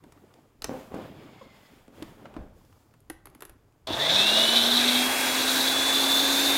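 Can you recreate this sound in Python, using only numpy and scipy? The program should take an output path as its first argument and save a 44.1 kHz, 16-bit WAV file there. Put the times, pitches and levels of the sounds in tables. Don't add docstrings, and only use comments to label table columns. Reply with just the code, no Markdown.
import sys
import numpy as np
from scipy import signal
from scipy.io import wavfile

SR = 44100
rng = np.random.default_rng(int(sys.argv[2]) if len(sys.argv) > 2 else 0)


def int16_out(signal):
    q = np.round(np.clip(np.atleast_2d(signal).T, -1, 1) * 32767)
    wavfile.write(sys.argv[1], SR, q.astype(np.int16))


def attenuation_scalar(level_db):
    decades = np.asarray(level_db, float) / 20
    return 10 ** decades


N = 289737
TIME = np.arange(N) / SR
SWITCH_ON_S, TOP_SPEED_HZ, FAN_BLADES = 3.87, 303.1, 13
BEFORE, AFTER = slice(0, round(4 * SR)), slice(round(3.8 * SR), N)

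# centre in seconds, spread in seconds, speed change in turns per second.
LOAD_CHANGES = [
    (4.09, .05, -12),
    (5.143, .267, 3.8),
]
# frequency in Hz, level in dB.
HUM_PATH = [(130, -47), (200, -41.5), (233, -36), (245, -32.5), (251, -30.5), (258, -38), (262, -33),
            (272, -33)]
# frequency in Hz, spread in Hz, level in dB.
WHINE_PATH = [(1830, 200, -36.5), (2720, 170, -29.5), (2990, 110, -30.5), (3275, 65, -31.5),
              (3365, 22, -39), (3450, 32, -30), (3525, 55, -26.5), (3610, 30, -29)]
# multiple of shaft speed, level in dB, loudest at seconds, spread in seconds.
FAINT_ORDERS = [(2, -46, 6.0, .6), (3, -47, 4.5, 1.2), (24, -50, 6.3, .5), (26, -53, 6.2, .5),
                (39, -51, 6.3, .5), (39, -57, 4.25, .15), (48, -55, 5.05, .25), (48, -57, 4.3, .12),
                (52, -58, 5.4, .3), (61, -58, 4.9, .15)]
# multiple of shaft speed, level in dB, loudest at seconds,
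# spread in seconds.
SLOT_HISS = [(12.8, -35.5, 4.02, .06), (48, -42, 4.9, .45), (41, -44, 5.0, .5), (34.5, -42, 5.15, .35),
             (24, -42, 6.3, .5), (51, -47, 6.2, .5), (29, -44, 5.9, .4), (42, -43, 4.4, .25),
             (59, -48, 5.4, .4)]
# time in seconds, level in dB.
FLING = [
    (3.89, -43.5),
    (3.97, -36),
    (4.03, -29),
    (4.17, -21),
    (4.22, -24.5),
    (4.9, -26),
    (5.14, -40),
    (5.55, -31.5),
    (6.57, -31.5),
]
# time in seconds, gain over steady fling in dB.
SURGES = [(3.869, 11), (3.93, 4.5), (4.25, 0.5), (4.38, 2.5), (4.77, 3), (4.89, 2), (4.982, 4), (5.408, 6),
          (5.49, 6), (5.6, 3), (5.68, 4.5), (5.79, 2), (6.2, 4), (6.28, 4)]
# frequency in Hz, width in Hz, level in dB.
GLASS_COARSE = [(3436, 270, 0.5), (3635, 270, 2), (3802, 170, -2.5), (4390, 270, -8), (5470, 1100, -16)]
# frequency in Hz, width in Hz, level in dB.
GLASS_FINE = [(3855, 260, 3.5), (4110, 210, 5.5), (4420, 390, 4)]
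# frequency in Hz, width in Hz, level in dB.
JAR_AIR = [(660, 80, 0), (480, 160, -9), (900, 200, -9)]
# frequency in Hz, density in dB per Hz.
HOUSING = [(90, -14), (190, -12), (300, 3), (500, -3), (900, 1.5), (1270, -5), (1950, -9.5), (3000, -6.5),
           (3600, -17), (4700, -48), (8000, -70)]
# frequency in Hz, density in dB per Hz.
COOLING = [(2710, -12.5), (4600, 0.5), (5030, -4.5), (6590, -2.5), (7710, -3.5), (13500, -7.5),
           (15100, -14), (16000, -18)]
# frequency in Hz, width in Hz, level in dB.
POCKET_HIGH = [(2118, 340, 1), (2676, 300, 0.5)]
# frequency in Hz, width in Hz, level in dB.
POCKET_LOW = [(1557, 300, 0)]
# time in seconds, peak in dB, brightness in Hz.
THUMPS = [(0.038, -42, 323), (0.174, -44, 904), (0.687, -27, 318), (0.695, -13.5, 298), (0.921, -22.5, 721),
          (0.943, -12.5, 247), (1.284, -38, 218), (1.883, -30, 229), (2.022, -40, 323), (2.183, -38, 425),
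          (2.252, -41, 655), (2.367, -22, 304), (2.531, -60, 223), (2.645, -63, 215)]
# frequency in Hz, level in dB, T60 in seconds.
BOARD = [(165, -19, .07), (231, -9, .07), (269, -8, .07), (330, -8, .05), (430, -9, .05), (515, -7, .06),
         (620, -10, .05), (760, -12, .05), (1050, -16, .04), (1400, -21, .03)]
# time in seconds, peak in dB, ring in Hz, low part in dB.
CLICKS = [(0.038, -44.5, 2360, -61), (0.1213, -38, 2650, -59), (0.1742, -64, 2850, -63),
          (0.3387, -43.5, 4000, -65), (0.62, -19.5, 4270, -50), (0.6425, -14, 5600, -36),
          (0.944, -34.5, 2350, -54), (1.8786, -46, 2340, -64), (2.024, -26.5, 3430, -44.5),
          (2.2541, -60, 2410, -45), (2.3398, -48, 3310, -54), (2.364, -45, 2970, -48),
          (2.649, -47.5, 2920, -79), (2.7258, -51, 2720, -70), (2.9093, -55, 2340, -82),
          (2.938, -47, 2420, -63.5), (3.723, -55.5, 2520, -84), (3.871, -22, 4170, -46)]
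# time in seconds, snap peak in dB, low part in dB.
DETENTS = [(3.003, -56, -77), (3.0988, -29.5, -33.5), (3.255, -39.5, -43.5), (3.269, -47, -44.5),
           (3.2989, -55, -68), (3.3483, -46, -49), (3.4058, -38.5, -47), (3.4211, -33.5, -37.5),
           (3.4302, -51, -46), (3.451, -37.5, -47), (3.494, -42.5, -49)]
# time in seconds, level in dB.
HOLLOW_KNOCKS = [
    (.04, -50),
    (2.022, -40),
    (2.366, -37),
    (3.1, -44),
    (3.905, -33),
]
# frequency in Hz, level in dB, T60 in seconds.
HOLLOW = [(315, 0, .08), (950, -9, .04), (3370, -22, .02)]
# frequency in Hz, width in Hz, level in dB.
SLIDE_BODY = [(3350, 250, 0), (4450, 150, -3), (5070, 130, -2), (7000, 250, -8)]
# start in seconds, length in seconds, low shuffle in dB, high rustle in dB,
# crisp top in dB.
GESTURES = [
    (0.0, 0.39, -66, -78.5, -82),
    (0.656, 0.14, -48, -58.5, -62.5),
    (0.908, 0.15, -45.5, -60, -77),
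    (1.14, 0.31, -59, -66.5, -93),
    (1.5, 0.28, -71.5, -68, -74.5),
    (1.916, .17, -55, -63, -70),
    (2.165, 0.25, -54.5, -74.5, -92),
    (2.524, 0.28, -78, -81.5, -77),
    (3.25, 0.14, -69.5, -87, -92),
]
# frequency in Hz, density in dB per Hz.
SHUFFLE = [(40, -27), (100, 3), (300, 1.5), (500, -5), (1000, -9.5), (3000, -53), (6000, -54)]
# frequency in Hz, density in dB per Hz.
RUSTLE = [(700, -3.5), (1500, -5.5), (3000, -7), (6000, -21.5), (10000, -29), (16000, -28.5)]
# time in seconds, level in dB.
JOLTS = [(.1, -70), (.64, -49.5), (.95, -61), (1.45, -67), (1.77, -63), (2.06, -59), (2.4, -40.5),
         (3.1, -54), (3.27, -61), (3.5, -61), (3.87, -54), (4.31, -56)]
# frequency in Hz, density in dB per Hz.
ROOM_TONE = [(20, -17), (60, 3), (100, 30), (300, -6), (600, 2), (1500, -7), (4000, -34), (9000, -38),
             (16000, -55)]
# frequency in Hz, T60 in seconds.
ROOM_T60 = [(100, 0.37), (400, 0.36), (1500, 0.51), (5000, 0.31), (14000, 0.15)]


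def rms_one(x):
    return x / np.sqrt(np.mean(x ** 2) + 1e-20)


def butter(x, order, hz, kind):
    return signal.sosfilt(signal.butter(order, hz, kind, fs=SR, output="sos"), x)


def at_hz(points, hz):
    point_hz, value = np.transpose(points)
    return np.interp(np.log(hz), np.log(point_hz), value)


def swell(start_s, length_s):
    return np.sin(np.pi * np.clip((TIME - start_s) / length_s, 0, 1))


def bump(at_s, spread_s):
    return np.exp(-((TIME - at_s) / spread_s) ** 2)


def drift(rate_hz):
    r = np.exp(-80 * np.pi * rate_hz / SR)
    white = rng.standard_normal(N // 40 + 2002)
    slow = signal.lfilter([1], [1, -2 * r, r * r], white)[2000:]
    return np.interp(np.arange(N) / 40, np.arange(len(slow)), rms_one(slow))


def ring(x, hz, t60_s):
    r, w = attenuation_scalar(-60 / (t60_s * SR)), 2 * np.pi * hz / SR
    return signal.lfilter([0, np.sin(w)], [1, -2 * r * np.cos(w), r * r], x + 1e-18)


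def resonances(x, peaks):
    out = 0
    for k, (hz, width_hz, level_db) in enumerate(peaks):
        r = np.exp(-np.pi * width_hz / SR)
        poles = [1, -2 * r * np.cos(2 * np.pi * hz / SR), r * r]
        zeros = [(1 - r * r) / 2, 0, (r * r - 1) / 2]
        out = out + (-1) ** k * attenuation_scalar(level_db) * signal.lfilter(zeros, poles, x)
    return out


def bands(size):
    edges_hz = 20 * 2 ** np.arange(0, 10, .5)
    white = rng.standard_normal((2, size))
    for k, (low_hz, high_hz) in enumerate(zip(edges_hz, edges_hz[1:])):
        yield np.sqrt(low_hz * high_hz), butter(white[k % 2], 2, [low_hz, high_hz], "band")
    yield 16000, butter(white[1], 2, edges_hz[-1], "high")


def coloured_noise(spectrum, patchy_db, rate_hz, during):
    together, mix = drift(rate_hz)[during], 0
    lowest_hz, highest_hz = spectrum[0][0] / 1.5, spectrum[-1][0] * 1.5
    for hz, band in bands(len(together)):
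        if lowest_hz < hz < highest_hz:
            flicker = 0.28 * together + drift(rate_hz)[during]
            mix = mix + attenuation_scalar(at_hz(spectrum, hz) + patchy_db * flicker) * band
    out = np.zeros(N)
    out[during] = rms_one(mix)
    return out


def shaft_speed():
    since = np.maximum(TIME - SWITCH_ON_S, 0)
    missing = 171.5 * np.exp(-since / .166) + 92.8 * np.exp(-since / 2.124)
    return TOP_SPEED_HZ - missing + sum(change * bump(s, spread) for s, spread, change in LOAD_CHANGES)


def motor():
    speed = shaft_speed()
    whine = attenuation_scalar(-54)
    for hz, spread_hz, level_db in WHINE_PATH:
        whine = whine + attenuation_scalar(level_db) * np.exp(-((FAN_BLADES * speed - hz) / spread_hz) ** 2)
    strain = np.clip(1 - speed / 215, 0, 1)
    jitter = .001 * drift(15) + .07 * strain * drift(60)
    turns = 2 * np.pi * np.cumsum(speed * (1 + jitter)) / SR
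    out = attenuation_scalar(at_hz(HUM_PATH, speed)) * np.sin(turns)
    out += whine * attenuation_scalar((1.0 + 7 * strain) * drift(37)) * np.sin(FAN_BLADES * turns)
    for multiple, level_db, loudest_s, spread_s in FAINT_ORDERS:
        presence_db = level_db - 8 * ((TIME - loudest_s) / spread_s) ** 2 + 3 * drift(23)
        out += attenuation_scalar(presence_db) * np.sin(round(multiple) * turns)
    buzz = attenuation_scalar(-41) * swell(start_s=3.885, length_s=.075) * np.sin(2 * np.pi * 100 * TIME)
    return np.sqrt(2) * (out * np.clip((TIME - 3.93) / 0.061, 0, 1) + buzz)


def slot_hiss():
    turns = 2 * np.pi * np.cumsum(shaft_speed()) / SR
    out = 0
    for multiple, level_db, loudest_s, spread_s in SLOT_HISS:
        presence_db = level_db - 8 * ((TIME - loudest_s) / spread_s) ** 2
        out = out + attenuation_scalar(presence_db) * drift(350) * np.sin(multiple * turns)
    return np.sqrt(2) * out * (TIME > SWITCH_ON_S)


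def nuts(clumps):
    glass_db = np.interp(TIME, *np.transpose(FLING))
    glass_db = glass_db + sum(gain_db * bump(s, spread_s=.022) for s, gain_db in SURGES)
    clogs_s = 4.7
    jar_db = np.interp(TIME, [clogs_s - .08, clogs_s + .08], [-27.5, -40]) + 2.0 * drift(11)
    since = np.maximum(TIME - SWITCH_ON_S, 0)
    fine = np.clip(0.7 * (1 - np.exp(-since / 1.2)), 0, 1)
    hit = rng.random(N) < 7000 * attenuation_scalar(3.0 * clumps) / SR
    strength = attenuation_scalar(3.0 * np.minimum(rng.exponential(1, N), 5))
    grains = hit * strength * rng.choice([-1, 1], N)
    modes = np.sqrt(1 - fine) * rms_one(resonances(grains, GLASS_COARSE))
    modes += np.sqrt(fine) * rms_one(resonances(grains, GLASS_FINE))
    glass = rms_one(resonances(modes, [(3910, 1300, 0)]))
    puffs = rms_one(grains) + 3.1 * rng.standard_normal(N)
    jar = rms_one(resonances(resonances(puffs, JAR_AIR), [(686, 320, 0)]))
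    return attenuation_scalar(glass_db + 2.5) * glass + attenuation_scalar(jar_db - 7.0) * jar


def blending():
    octaves = np.log2(shaft_speed() / TOP_SPEED_HZ)
    housing_db, cooling_db = -29.5 + 2.5 * octaves, -29 + 8.5 * octaves
    clumps = drift(24)
    out = nuts(clumps)
    out += attenuation_scalar(housing_db - 1.0) * coloured_noise(HOUSING, patchy_db=1.0, rate_hz=19, during=AFTER)
    air = coloured_noise(COOLING, patchy_db=0.8, rate_hz=3.9, during=AFTER)
    dull = butter(air, 2, 9000, "low")
    brisk = np.clip(0.64 + (TIME - 3.9) / 3.6, 0, 1)
    out += attenuation_scalar(cooling_db + 0.55 * clumps) * (dull + brisk * (air - dull))
    return out * np.clip((TIME - 3.869) / .006, 0, 1)


def vortex():
    churn = rng.standard_normal((2, N)) * attenuation_scalar(0.41 * drift(24))
    high = rms_one(resonances(resonances(churn[0], POCKET_HIGH), [(2540, 3100, 0)]))
    low = rms_one(resonances(resonances(churn[1], POCKET_LOW), [(1660, 600, 0)]))
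    high_db = -37.5 + 7.5 * bump(at_s=5.1, spread_s=0.3) + 1.6 * drift(8)
    low_db = -31.5 + 3.3 * bump(at_s=5.38, spread_s=0.27) + 1.34 * drift(7.7)
    opening = np.clip((TIME - 4.06) / 0.049 + .5, 0, 1)
    return (attenuation_scalar(high_db) * high + attenuation_scalar(low_db - 5.0) * low) * opening


def wobble():
    low = rms_one(butter(rng.standard_normal(N), 2, [80, 170], "band"))
    return attenuation_scalar(-50) * low * bump(at_s=4.06, spread_s=0.57) * (TIME > SWITCH_ON_S)


def strikes(times_s, levels_db, modes, spread_db):
    at, out = np.round(np.array(times_s) * SR).astype(int), np.zeros(N)
    chance = rng.standard_normal((len(at), len(modes)))
    for k, (hz, level_db, t60_s) in enumerate(modes):
        blows = np.zeros(N)
        blows[at] = attenuation_scalar(levels_db[:, k] + level_db + spread_db * chance[:, k])
        out += ring(blows, hz, t60_s)
    return out


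def thumps():
    s, peak_db, bright_hz = np.transpose(THUMPS)
    octaves = np.log2(np.array(BOARD)[:, 0] / bright_hz[:, None])
    levels_db = peak_db[:, None] - 9.5 - 4 * np.abs(octaves)
    return butter(strikes(s - .001, levels_db, BOARD, spread_db=3), 2, 190, "high")


def hollow_knocks():
    s, level_db = np.transpose(HOLLOW_KNOCKS)
    return strikes(s, np.tile(level_db[:, None], len(HOLLOW)), HOLLOW, spread_db=7.5)


def burst(out, s, level_db, low_hz, high_hz, t60_s):
    n, i = round(max(.034, t60_s) * SR), round(s * SR)
    envelope = attenuation_scalar(level_db - 60 * TIME[:n] / t60_s) * np.minimum(TIME[:n] / 0.0014, 1)
    puff = rng.standard_normal(n) * envelope
    track = out.copy()
    track[i:i + n] += butter(puff, 2, [low_hz, min(high_hz, .45 * SR)], "band")
    return track


def clicks():
    out = np.zeros(N)
    for s, peak_db, ring_hz, low_db in CLICKS:
        out = burst(out, s, peak_db - 8.5, 770, 10500, 0.023)
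        out = burst(out, s, peak_db + 5.0, ring_hz / 1.56, ring_hz * 1.14, 0.01)
        out = burst(out, s, low_db + 20.5, 174, 1370, 0.053)
    return out


def detents():
    out = np.zeros(N)
    for s, snap_db, knock_db in DETENTS:
        out = burst(out, s, snap_db - 4.0, 1500, 12000, 0.021)
        out = burst(out, s, snap_db + 3.5, 9600, 12200, .022)
        out = burst(out, s, snap_db + 8.5, 10100, 12700, 0.013)
        out = burst(out, s, snap_db - 18, 9800, 11800, .2)
        out = burst(out, s, knock_db + 12.5, 550, 1960, 0.036)
        out = burst(out, s, knock_db + 19.0, 310, 435, 0.048)
    return out


def squeak():
    start_s, length_s = 1.410, .019
    slip_hz = np.interp(TIME, [start_s, start_s + length_s], [590, 460])
    slips = 2 * np.pi * np.cumsum(slip_hz) / SR
    envelope = np.sqrt(np.abs(swell(start_s, length_s)))
    return attenuation_scalar(-42.5) * envelope * (np.sin(slips) + .7 * np.sin(2 * slips))


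def slide():
    start_s, length_s, gap_width_hz = 1.14, .62, 75
    gap_hz = np.interp(TIME, [start_s, start_s + length_s], [2320, 1930])
    gap = drift(gap_width_hz) * np.sin(2 * np.pi * np.cumsum(gap_hz) / SR)
    body = rms_one(resonances(rng.standard_normal(N) * attenuation_scalar(2.5 * drift(25)), SLIDE_BODY))
    envelope = np.abs(swell(start_s, length_s)) ** .2 * attenuation_scalar(-2 * (TIME - start_s))
    return attenuation_scalar(-62.5) * (gap + attenuation_scalar(-5) * body) * envelope


def gesture_gains():
    rise_s, fall_db_per_s, rest_db = 0.062, 82.5, np.array([-68, -79.5, -80.5])
    gains = attenuation_scalar(rest_db)[:, None] * np.ones(N)
    for start_s, length_s, *levels_db in GESTURES:
        rise = np.clip((TIME - start_s) / rise_s, 0, 1)
        fall = attenuation_scalar(-fall_db_per_s * np.maximum(TIME - start_s - length_s, 0))
        gains = gains + attenuation_scalar(np.array(levels_db))[:, None] * rise * fall
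    return gains * (TIME < SWITCH_ON_S + .1)


def handling():
    low_gain, high_gain, crisp_gain = gesture_gains()
    rest_db, running_db, rise_db_per_s, fall_db_per_s = -73, -62, 300, 120
    shake = attenuation_scalar(np.where(TIME < SWITCH_ON_S, rest_db, running_db) + 1.6 * drift(3.9))
    for s, level_db in JOLTS:
        away_db = np.maximum(rise_db_per_s * (s - TIME), fall_db_per_s * (TIME - s))
        shake = shake + attenuation_scalar(level_db - away_db)
    rumble = rms_one(butter(rng.standard_normal(N), 2, [18, 70], "band"))
    low = coloured_noise(SHUFFLE, patchy_db=4.0, rate_hz=35, during=BEFORE)
    rustle = coloured_noise(RUSTLE, patchy_db=-0.5, rate_hz=6.2, during=BEFORE)
    crisp = rms_one(butter(rustle, 2, 6500, "high"))
    return attenuation_scalar(2.5) * low_gain * low + attenuation_scalar(5) * high_gain * rustle + crisp_gain * crisp + shake * rumble


def room(x):
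    t = TIME[:SR]
    tail = sum(band * attenuation_scalar(-60 * t / at_hz(ROOM_T60, hz)) for hz, band in bands(SR))
    tail = tail * np.clip((t - .004) / 0.01, 0, 1)
    return signal.fftconvolve(x, tail / np.sqrt(np.sum(tail ** 2)))[:N]


def room_tone():
    return attenuation_scalar(-66.5) * coloured_noise(ROOM_TONE, patchy_db=3.4, rate_hz=6.8, during=BEFORE)


def scene():
    tones, low = motor(), thumps()
    sharp = clicks() + detents() + squeak() + hollow_knocks()
    echo = room(attenuation_scalar(-0.5) * low + attenuation_scalar(-14) * sharp + attenuation_scalar(-15) * tones)
    running = tones + slot_hiss() + blending() + vortex() + wobble()
    return np.tile(running + low + sharp + slide() + handling() + echo + room_tone(), (2, 1))


def top_cut(x):
    return signal.sosfilt(signal.butter(12, 16530, fs=SR, output="sos"), x)


def record(dry):
    cut = signal.sosfilt(signal.ellip(10, .3, 45, 15900, fs=SR, output="sos"), dry)
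    side, wide_count, wide_octaves = np.zeros(N), 15, .3
    for when, where in rng.random((wide_count, 2)):
        s, low_hz = SWITCH_ON_S + .2 + 2.4 * when, 4200 * 3 ** where
        i = slice(round((s - .03) * SR), round((s + .03) * SR))
        backwards = cut[0, i][::-1]
        band = butter(backwards, 4, [low_hz, low_hz * 2 ** wide_octaves], "band")
        side[i] += .55 * band * swell(s - .023, .046)[i]
    return top_cut(cut + side * [[1], [-1]])


dry = scene()
out = record(dry)
int16_out(out)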